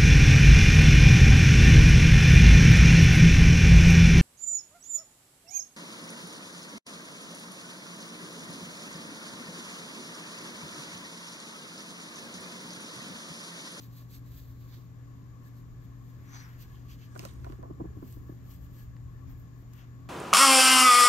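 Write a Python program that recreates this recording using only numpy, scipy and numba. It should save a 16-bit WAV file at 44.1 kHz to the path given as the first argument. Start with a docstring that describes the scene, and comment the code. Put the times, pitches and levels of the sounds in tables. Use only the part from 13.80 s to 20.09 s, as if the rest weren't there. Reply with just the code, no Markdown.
"""A cat licks a hand beside a phone, over an appliance's hum and fan noise and the rumble of the grip.
From the start the tongue's barbs rasp over skin in short strokes, by stick-slip friction.
Near 2.5 s the hand swishes over the fur, and a wet mouth tick follows.
From 3.3 to 4.5 s the cat shifts and bumps the phone: handling clicks, damped thuds and a ringing case.
The licking goes on, now more to the left, and ends with a last brush of the fur at 6 s."""
import sys
import numpy as np
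from scipy import signal
from scipy.fft import rfft, irfft
from scipy.io import wavfile
from scipy.ndimage import map_coordinates
from numba import njit

SR = 44100
rng = np.random.default_rng(int(sys.argv[2]) if len(sys.argv) > 2 else 0)


def transcribe(signal):
    """Save signal, clipped to [-1, 1], as a 16-bit WAV file at the path in sys.argv[1]."""
    frames = np.atleast_2d(signal).T
    limited = np.clip(frames, -1, 1)
    pcm = np.round(limited * 32767).astype(np.int16)
    wavfile.write(sys.argv[1], SR, pcm)


N = 277376
T = np.arange(N) / SR

# Levels are relative within a table. The ports are the phone's two microphone openings;
# balance is the level at the left port minus that at the right.
# Spectral envelopes. Each row: frequency in Hz, relative spectral density in dB.
RUMBLE_SPECTRUM = [(15, -36), (28, 16.5), (36, 21), (48, 24), (70, 26), (95, 20.5), (150, 14), (300, -53.5)]
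AIR_LEFT_SPECTRUM = [(60, -0.5), (130, 0.5), (210, -4.5), (280, -5), (400, -15.5), (520, -18), (900, -23.5),
                     (1400, -25), (2100, -27), (2700, -32.5), (6000, -33.5), (8000, -59)]
AIR_RIGHT_SPECTRUM = [(60, -1), (130, 1), (210, -4.5), (280, -7.5), (400, -15), (520, -17.5), (700, -20.5),
                      (950, -24), (1800, -25.5), (2700, -31), (4500, -39.5), (6000, -36.5), (8000, -46.5)]
SWISH_SPECTRUM = [(400, -11.5), (900, 8), (1500, 7), (2200, 4.5), (2900, -10), (3400, 0), (4000, -7),
                  (5400, -5), (6900, -6), (8500, -55), (14000, -22)]
TICK_SPECTRUM = [(600, 5.5), (1800, 10), (3200, 0), (5800, -2.5), (7500, -7.5), (10000, -13.5),
                 (15000, -0.5)]
BARB_SPECTRUM = [(1500, -19), (4000, -14), (5300, -14), (7400, -6), (8300, -1.5), (9300, -16),
                 (10400, -14.5), (11800, 7), (13500, -3.5), (15500, -4)]
BARB_TIP_SPECTRUM = [(9000, -18), (12000, -8.5), (13500, 5), (15000, 0), (16000, 4.5), (17000, -29)]
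SKIN_SPECTRUM = [(500, -11), (1500, 5.5), (2600, 6.5), (3600, 2), (4500, 10), (5600, 3.5), (6600, 7.5),
                 (7500, -5.5), (9500, -47), (13000, -23)]
# Rumble of the holding hand, stronger while the cat pushes. Each row: time in seconds, level in dB.
GRIP_LEVELS = [(0, -62), (.7, -48.5), (1.2, -57), (2.1, -51.5), (3.3, -52.5), (3.68, -42), (3.9, -47.5),
               (4.25, -46), (4.75, -48.5), (5.5, -45), (5.9, -52.5), (6.29, -53)]
# Resonances of the fan's air. Each row: centre in Hz, nominal width in Hz, left level in dB,
# right level in dB, flutter in dB.
FAN_RESONANCES = [(274, 94, -70, -75, 2), (1108.6, 166, -66, -82, 2), (1711, 122, -74, -93.5, 3.5),
                  (6880, 770, -75, -102, 0.2)]
# Hum, mains line first. Each row: frequency in Hz, level in dB, balance in dB, left lead in radians.
HUM_LINES = [(120.2, -47.5, 2.5, 0.56), (166.3, -63, 2, 0.41), (271, -64.5, 9.5, 0.79),
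             (354.3, -78, 7, 0.11), (421.5, -81, 2, 0.21), (477.5, -86.5, 1.5, 0.27)]
# Strokes over the fur. Each row: peak time in seconds, length in seconds, swish level in dB,
# resonance in Hz, its nominal width in Hz, its level in dB, balance in dB.
BRUSH_STROKES = [(0.939, 0.072, -66, 4030, 1690, -64, -3), (2.553, 0.04, -56.5, 890, 800, -66, 1),
                 (2.572, 0.13, -64, 5900, 900, -56, 2), (2.575, 0.086, -83, 4600, 1280, -59, 10),
                 (2.61, 0.32, -64.5, 1770, 1000, -60.5, 4), (2.961, 0.043, -74, 2980, 900, -68.5, -6),
                 (3.108, 0.038, -79, 2950, 800, -66.5, -4), (3.229, 0.045, -66, 2900, 800, -64, -1),
                 (3.42, 0.022, -72, 2730, 900, -63, -4), (3.426, 0.19, -65, 7300, 4500, -65.5, -11),
                 (3.492, 0.033, -71, 3300, 700, -62.5, -6), (3.662, 0.26, -70.5, 7900, 4460, -80, -10),
                 (5.502, 0.076, -67.5, 1500, 1000, -89, 9), (5.997, 0.13, -62, 2700, 900, -68, 3),
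                 (6.002, 0.013, -77, 2900, 700, -71, 3)]
# Modes of the phone case. Each row: frequency in Hz, width in Hz, gain in dB,
# sign at the right port (-1 where the case rocks).
CASE_MODES = [(690, 110, 14.5, -1), (495, 200, -1, 1), (1070, 120, 4.5, 1), (973, 120, 8, -1),
              (1620, 1800, -3.5, 1)]
# Soft impacts. Each row: start in seconds, thud level in dB, mid-glide pitch in Hz,
# scuff offset in dB, scuff decay time in seconds.
SOFT_BUMPS = [(3.358, -44, 410, -1.5, 0.0064), (3.394, -42, 338, -8, 0.0064),
              (3.429, -48.5, 420, -7.5, 0.033), (3.4508, -39.5, 588, -9, 0.0028),
              (3.6448, -54.5, 400, 7, 0.0055), (3.663, -48.5, 410, -4, 0.01),
              (3.698, -36, 327, -15.5, 0.006), (3.722, -48, 400, -3, 0.0057),
              (3.789, -41.5, 367, -23, 0.0083), (3.827, -47.5, 533, -0.5, 0.0068),
              (3.837, -48, 520, -7, 0.0063), (3.85, -47.5, 490, -12, 0.016), (3.899, -41.5, 387, -16, .009),
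              (3.906, -32.5, 323, -22, 0.0075), (3.973, -53, 335, -19, 0.0053),
              (3.998, -34.5, 352, -18, 0.0045), (4.002, -32, 372, -17, 0.0098),
              (4.0129, -28, 305, -34, 0.0028), (4.041, -35.5, 357, -20, 0.011),
              (4.053, -33, 337, -11.5, 0.0021), (4.169, -39, 324, -22, 0.0067),
              (4.176, -45, 324, -21, 0.005), (4.2253, -33, 315, -12, 0.0026),
              (4.239, -36.5, 260, -22, .005), (4.368, -38, 300, -16, 0.0041), (4.494, -33, 312, -19, 0.004),
              (4.521, -42.5, 334, -18, 0.0071)]
# Firm impacts. Each row: start in seconds, level in dB, pitch in Hz, decay in seconds, balance in dB.
CASE_TAPS = [(3.361, -30, 1430, 0.0018, -4), (3.3928, -39, 2130, .0012, 2), (3.452, -31, 1320, 0.002, -7),
             (3.6444, -35, 1430, 0.0018, -5), (3.665, -39, 1130, 0.0025, -7), (3.702, -42, 1180, .002, -10),
             (3.7218, -37, 1120, .0014, -9), (3.8265, -39, 1110, .002, 2), (4, -44, 1020, 0.0034, -7),
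             (4.2252, -41, 1090, 0.0022, 5), (4.4945, -43, 850, .002, 6)]
# A few wet mouth ticks, and from 3.35 to 3.83 s clicks of contact as the phone is handled and bumped.
# Each row: start in seconds, level in dB, band centre in Hz, bandwidth in Hz,
# decay time in seconds, balance in dB, lag of the left port in ms.
TICKS_AND_CLICKS = [(2.823, -40, 11100, 10000, .0022, 2, 0.25),
                    (3.353, -34.5, 1800, 9000, 0.00069, -4, 0.55),
                    (3.3762, -29.5, 8900, 2400, .002, -12, .1),
                    (3.3929, -11, 5770, 4900, 0.0006, -2.5, 0.44),
                    (3.4203, -38, 5000, 10000, 0.00082, 0, 0.37),
                    (3.4511, -11.5, 7500, 7100, 0.00045, -4.5, .3),
                    (3.537, -35, 11100, 6000, 0.00079, -1, .2), (3.6445, -36, 3500, 12000, 0.0011, -4, .5),
                    (3.699, -44, 4000, 10000, 0.00078, -6, .2),
                    (3.722, -36.5, 2500, 6000, 0.00082, -9, 0.85),
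                    (3.828, -42, 2500, 8000, 0.00081, -5, .57),
                    (4.325, -16.5, 8700, 900, 0.00065, -8, -0.023), (5.166, -42, 1800, 2500, 0.00088, 0, 0),
                    (5.9336, -40, 8750, 8000, 0.0034, 3, .07)]
# Strokes of the tongue. Each row: peak time in seconds, length in seconds, level in dB.
TONGUE_STROKES = [(0.032, 0.1, -54.5), (0.194, 0.11, -55), (0.352, 0.071, -47.5), (0.473, 0.067, -63),
                  (0.582, 0.17, -56.5), (0.703, 0.13, -65.5), (0.82, 0.11, -65.5), (0.952, 0.2, -61.5),
                  (1.673, 0.067, -59.5), (1.785, 0.082, -62.5), (2.048, 0.072, -66.5), (2.3, 0.17, -66),
                  (2.616, 0.33, -61), (2.824, 0.047, -51), (2.927, 0.35, -65), (3.124, 0.067, -54),
                  (3.238, 0.12, -60.5), (3.456, 0.16, -57), (3.698, 0.22, -66), (4.313, 0.16, -56),
                  (4.502, 0.18, -66), (4.727, 0.11, -55.5), (4.847, .1, -62), (4.998, 0.11, -54.5),
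                  (5.514, 0.049, -64.5), (5.603, .08, -70), (5.808, 0.073, -69), (5.983, 0.1, -61)]
# The spot under the tongue. Each row: time in seconds, resonance in Hz, skin gain in dB,
# barb tip gain in dB.
LICKED_SPOT = [(0, 3920, -4, -9), (.2, 3820, -3.5, -7), (.35, 4100, -7.5, -15), (.58, 3620, -4.5, -6),
               (.9, 3730, -1.5, -7), (1.7, 3900, -8, -17), (2.8, 3000, -3.5, -9), (3.12, 2920, -0.5, -17),
               (3.501, 2940, 1, -24), (4.3, 3040, -8, -7), (5, 3160, -8, -11), (5.65, 2700, -20, 0),
               (6, 2660, -7, -11)]
# Direction of the licked skin. Each row: time in seconds, lead of the left port in ms, balance in dB.
SKIN_DIRECTION = [(0, 0.32, -2), (1, 0.25, -2.5), (2.8, 0.34, -2), (3.5, 0.32, 0), (4.6, 0.36, 6.5),
                  (5.1, 0.36, 6), (6, 0.45, 8)]

HISS_LAG_MS = 0.149  # at the left port


def undb(db):
    """Amplitude ratio of a level in decibels."""
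    return 10 ** (np.asarray(db) / 20)


def unit(x):
    """Normalisation to rms 1."""
    return x / np.sqrt(np.mean(x ** 2))


def curves(rows):
    """Linear interpolation in time of each value column of (seconds, value, ..) rows."""
    times, *columns = np.transpose(rows)
    return [np.interp(T, times, column) for column in columns]


def noise():
    """Gaussian white noise."""
    return rng.standard_normal(N)


def walk(rate):
    """Smooth random modulation of rms 1, with rate new values a second."""
    knots = rng.standard_normal(4096)
    return unit(map_coordinates(knots, [T * rate], order=2, mode="wrap"))


def colour(x, points):
    """Minimum-phase filter through (Hz, dB) points; white noise keeps its power."""
    hz, db = np.transpose(points)
    bin_hz = np.arange(N // 2 + 1) * SR / N
    gain = unit(undb(np.interp(np.log(bin_hz + 1), np.log(hz), db)))
    cepstrum = irfft(np.log(gain), N)
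    cepstrum[1:N // 2] *= 2
    cepstrum[N // 2 + 1:] = 0
    return irfft(rfft(x) * np.exp(rfft(cepstrum)), N)


def cut(x, order, hz, kind="low"):
    """Maximally flat low-pass or high-pass filter."""
    return signal.sosfilt(signal.butter(order, hz, kind, fs=SR, output="sos"), x)


@njit
def resonance(x, hz, width):
    """Second-order resonator whose centre may move every sample."""
    y, band_state, low_state = np.empty(len(x)), 0., 0.
    for i in range(len(x)):
        tuning, damping = np.tan(np.pi * hz[i] / SR), width / hz[i]
        band = (band_state + tuning * (x[i] - low_state)) / (1 + tuning * (tuning + damping))
        band_state = 2 * band - band_state
        low_state += 2 * tuning * band
        y[i] = damping * band
    return y


def steep_band(channels, hz, width):
    """Two resonators in cascade leave a narrower band, scaled to rms 1."""
    return unit(np.array([resonance(resonance(x, hz, width), hz, width) for x in channels]))


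def pan(db):
    """Level difference: the gains of the two ports for a balance in dB."""
    return undb(np.array([[db], [-db]]) / 2)


def late_left(x, lag_ms):
    """Path difference: sound reaches the left port later, or earlier if the lag is negative."""
    size = len(x[0])
    hz = np.arange(size // 2 + 1) * SR / size
    delay = np.exp(-2j * np.pi * hz * lag_ms / 1000)
    return np.array([irfft(rfft(x[0]) * delay, size), x[1]])


def pair(source, coherence):
    """Partial coherence: each port mixes a common draw of the source with one of its own."""
    return np.sqrt(coherence) * source() + np.sqrt(1 - coherence) * np.array([source(), source()])


def friction(slips_per_s=9000, spread_db=-1.0):
    """Stick-slip friction: thousands of tiny impulses a second, each of its own size."""
    slips = rng.random(N) < slips_per_s / SR
    return unit(slips * noise() * undb(spread_db * np.minimum(rng.exponential(size=N), 4)))


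def coarse_friction():
    """Stick-slip with fewer, more uneven slips: barbs catch on skin, hairs flick past a finger."""
    return friction(slips_per_s=3500, spread_db=-2.0)


def stroke(peak_s, length_s, rise_share, shape):
    """Envelope of a rub that swells and lets go; shape 1 has a pointed top, 2 a round one."""
    flank_s = length_s * np.where(T < peak_s, rise_share, 1 - rise_share)
    return np.exp(-np.abs((T - peak_s) / flank_s) ** shape)


def grip():
    """Structure-borne sound: the holding hand trembles against the case."""
    tremor_db = 1.5 * walk(8.9)
    level_db, = curves(GRIP_LEVELS)
    rumble = colour(pair(noise, coherence=0.78), RUMBLE_SPECTRUM)
    return undb(-1.5) * rumble * undb(level_db + tremor_db)


def fan_air(crossover_hz=480, wander=0.0099):
    """Fan noise in a diffuse field: coherent only in the bass, with narrow resonances and faint hiss."""
    bass = cut(pair(noise, coherence=0.76), 2, crossover_hz)
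    diffuse = cut(pair(noise, coherence=0.038), 2, crossover_hz, "high")
    left, right = bass + diffuse
    out = np.array([undb(-53.5) * colour(left, AIR_LEFT_SPECTRUM),
                    undb(-54.5) * colour(right, AIR_RIGHT_SPECTRUM)])
    out = cut(out, 2, 50, "high")
    out = cut(out, 6, 8300)
    for hz, width, left_db, right_db, flutter_db in FAN_RESONANCES:
        centre = hz * (1 + wander * walk(15))
        band = steep_band([noise()], centre, 0.89 * width)[0] * undb(flutter_db * walk(14))
        out += undb([[left_db], [right_db]]) * late_left([band, band], -0.2)
    hiss = colour(pair(noise, coherence=1.0),
                  [(6000, -12), (8300, 2), (10000, -14), (12000, 6), (13500, 4), (15500, -8)])
    return out * undb(.5 * walk(5.8)) + undb(-78.5) * late_left(hiss, HISS_LAG_MS)


def appliance_hum():
    """A nearly steady mains line and wavering fan lines; standing waves make the ports differ."""
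    out = 0
    for line, (hz, db, pan_db, lead) in enumerate(HUM_LINES):
        waver, waver_per_s = (3.56, 9) if line else (0.89, 5)
        phase = 2 * np.pi * hz * T + 0.36 * waver * walk(waver_per_s)
        tone = np.sqrt(2) * np.sin(phase + np.array([[lead], [0]]))
        out = out + pan(pan_db) * tone * undb(db + 0.62 * waver * walk(12))
    return out


def coat_on_phone():
    """Sliding friction: the coat brushes dully along the phone while the cat shifts."""
    touch, = curves([(3.3, 0), (3.38, .7), (3.47, .75), (3.57, .2),
                     (3.7, .7), (4.1, .6), (4.55, .2), (5, 0)])
    rub = colour(pair(friction, coherence=0.15),
                 [(80, -23.5), (200, 7), (380, 1.5), (600, -19), (1300, -21), (3000, -42), (9000, -77)])
    return undb(-51) * touch * undb(2 * walk(30)) * rub


def hand_on_fur(direct_hz=4300):
    """Friction on the coat gives a grainy swish and drives one drifting resonance for each stroke."""
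    out, swish = 0, colour(pair(coarse_friction, coherence=0.24), SWISH_SPECTRUM)
    direct, scattered = friction(), np.array([friction(), friction()])
    drift = 1 + 0.047 * walk(24)  # the fingers shift
    for s, length, swish_db, hz, width_hz, ring_db, pan_db in BRUSH_STROKES:
        speed = stroke(s, length, rise_share=0.48, shape=1.67)
        direct_share = min(hz / direct_hz, 1)  # lower resonances arrive more by way of the room
        hairs = np.sqrt(direct_share) * direct + np.sqrt(1 - direct_share) * scattered
        ring = steep_band(hairs, hz * drift, float(width_hz))
        out = out + pan(pan_db) * speed * (undb(swish_db) * swish + undb(ring_db) * ring)
    return undb(0.9 * walk(90)) * late_left(out, -0.34)


def bumps(ring_s=0.0056, push_s=0.0027, stiffening=0.23, relax_s=0.0047, lead_rad=0.79):
    """Soft impacts of fur and paw: a thud sinks in pitch as the contact relaxes; a scuff rings the case."""
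    thuds, contact = np.zeros((2, N)), np.zeros(N)
    t = T[:SR // 20]
    push = 1 - np.exp(-t / push_s)
    glide = 1 + stiffening * (np.exp(-t / relax_s) - .5)
    sway = undb(-8.5) * np.sin(2 * np.pi * 160.3 * t) * np.exp(-t / 0.011)  # the phone rocks in the hand
    for s, db, hz, scuff_db, scuff_s in SOFT_BUMPS:
        span = slice(int(s * SR), int(s * SR) + len(t))
        phase = 2 * np.pi * np.cumsum(hz * glide) / SR
        ring = np.sin(phase + np.array([[lead_rad], [0]])) * np.exp(-t / ring_s)
        thuds[:, span] += undb(db) * push * (ring + sway)
        scuff = undb(db + scuff_db) * rng.standard_normal(len(t)) * push * np.exp(-t / scuff_s)
        top_hz = 1520 * 2 ** (.03 * scuff_db)  # a glancing bump scuffs more and brighter
        contact[span] += cut(scuff, 4, top_hz)
    case = 0
    for hz, width, db, sign in CASE_MODES:
        mode = resonance(contact, np.full(N, float(hz)), float(width))
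        case = case + undb(db) * np.array([[1], [sign]]) * mode
    return undb(5.5) * pan(.3) * thuds + undb(16.5) * pan(-5.0) * case


def taps(rise_s=0.0017):
    """Damped free vibration: a firm contact rings the case briefly, at a pitch set by the place."""
    out, t = np.zeros((2, N)), T[:SR // 20]
    for s, db, hz, decay_s, pan_db in CASE_TAPS:
        ring = np.sin(2 * np.pi * hz * t) * (1 - np.exp(-t / rise_s)) * np.exp(-t / decay_s)
        out[:, int(s * SR):int(s * SR) + len(t)] += pan(pan_db) * undb(db) * ring
    return late_left(out, lag_ms=0.51)  # the taps land nearer the right port


def ticks_and_clicks(tail_db=-28, tail_s=0.01, rise_s=0.00062):
    """Impulsive excitation: wet mouth ticks and handling clicks; the desk scatters a faint tail back."""
    out, t = np.zeros((2, N)), T[:SR // 10]
    snap = np.sign(pair(noise, coherence=0.9))
    for s, db, hz, width_hz, decay_s, pan_db, lag_ms in TICKS_AND_CLICKS:
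        span = slice(int(s * SR), int(s * SR) + len(t))
        tail = undb(tail_db) * np.exp(-t / tail_s)
        force = (1 - np.exp(-t / rise_s)) * (np.exp(-t / decay_s) + tail)
        centre = np.full(len(t), float(hz))
        ports = [resonance(force * side[span], centre, float(width_hz)) for side in snap]
        out[:, span] += pan(pan_db) * undb(db) * late_left(ports, lag_ms)
    return undb(-1.0) * colour(out, TICK_SPECTRUM)


def tongue():
    """Stick-slip excitation: with each stroke the barbs hiss and the skin under them resonates."""
    pressure = np.sqrt(sum((undb(db) * stroke(s, length, rise_share=0.59, shape=1.7)) ** 2
                           for s, length, db in TONGUE_STROKES))
    spot_hz, skin_db, tips_db = curves(LICKED_SPOT)
    lead_ms, pan_db = curves(SKIN_DIRECTION)
    barbs = undb(-8.0) * colour(friction(), BARB_SPECTRUM)
    tips = undb(tips_db) * colour(friction(), BARB_TIP_SPECTRUM)
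    hiss = late_left([barbs + tips] * 2, HISS_LAG_MS)
    ring = steep_band(pair(coarse_friction, coherence=0.77), spot_hz, width=1300.)
    rub = colour(pair(friction, coherence=0.54), SKIN_SPECTRUM)
    left, right = undb(-10.5) * ring + undb(-6.0) * rub
    early_left = map_coordinates(left, [(T + lead_ms / 1000) * SR], mode="mirror")
    skin = np.array([early_left * undb(pan_db / 2), right * undb(-pan_db / 2)])
    catching = undb(1.1 * walk(90))  # the tongue drags unevenly
    return pressure * catching * (hiss + skin * undb(skin_db))


def scene():
    """Superposition: the pressures of all sources add at each port."""
    contacts = tongue() + ticks_and_clicks() + taps() + bumps() + coat_on_phone() + hand_on_fur()
    return contacts + appliance_hum() + fan_air() + grip()


def record(dry, top_hz=15700):
    """Band limiting: the phone cuts the highest treble with a steep low-pass filter."""
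    return signal.sosfilt(signal.ellip(10, .2, 70, top_hz, fs=SR, output="sos"), dry)


dry = scene()
out = record(dry)
transcribe(out)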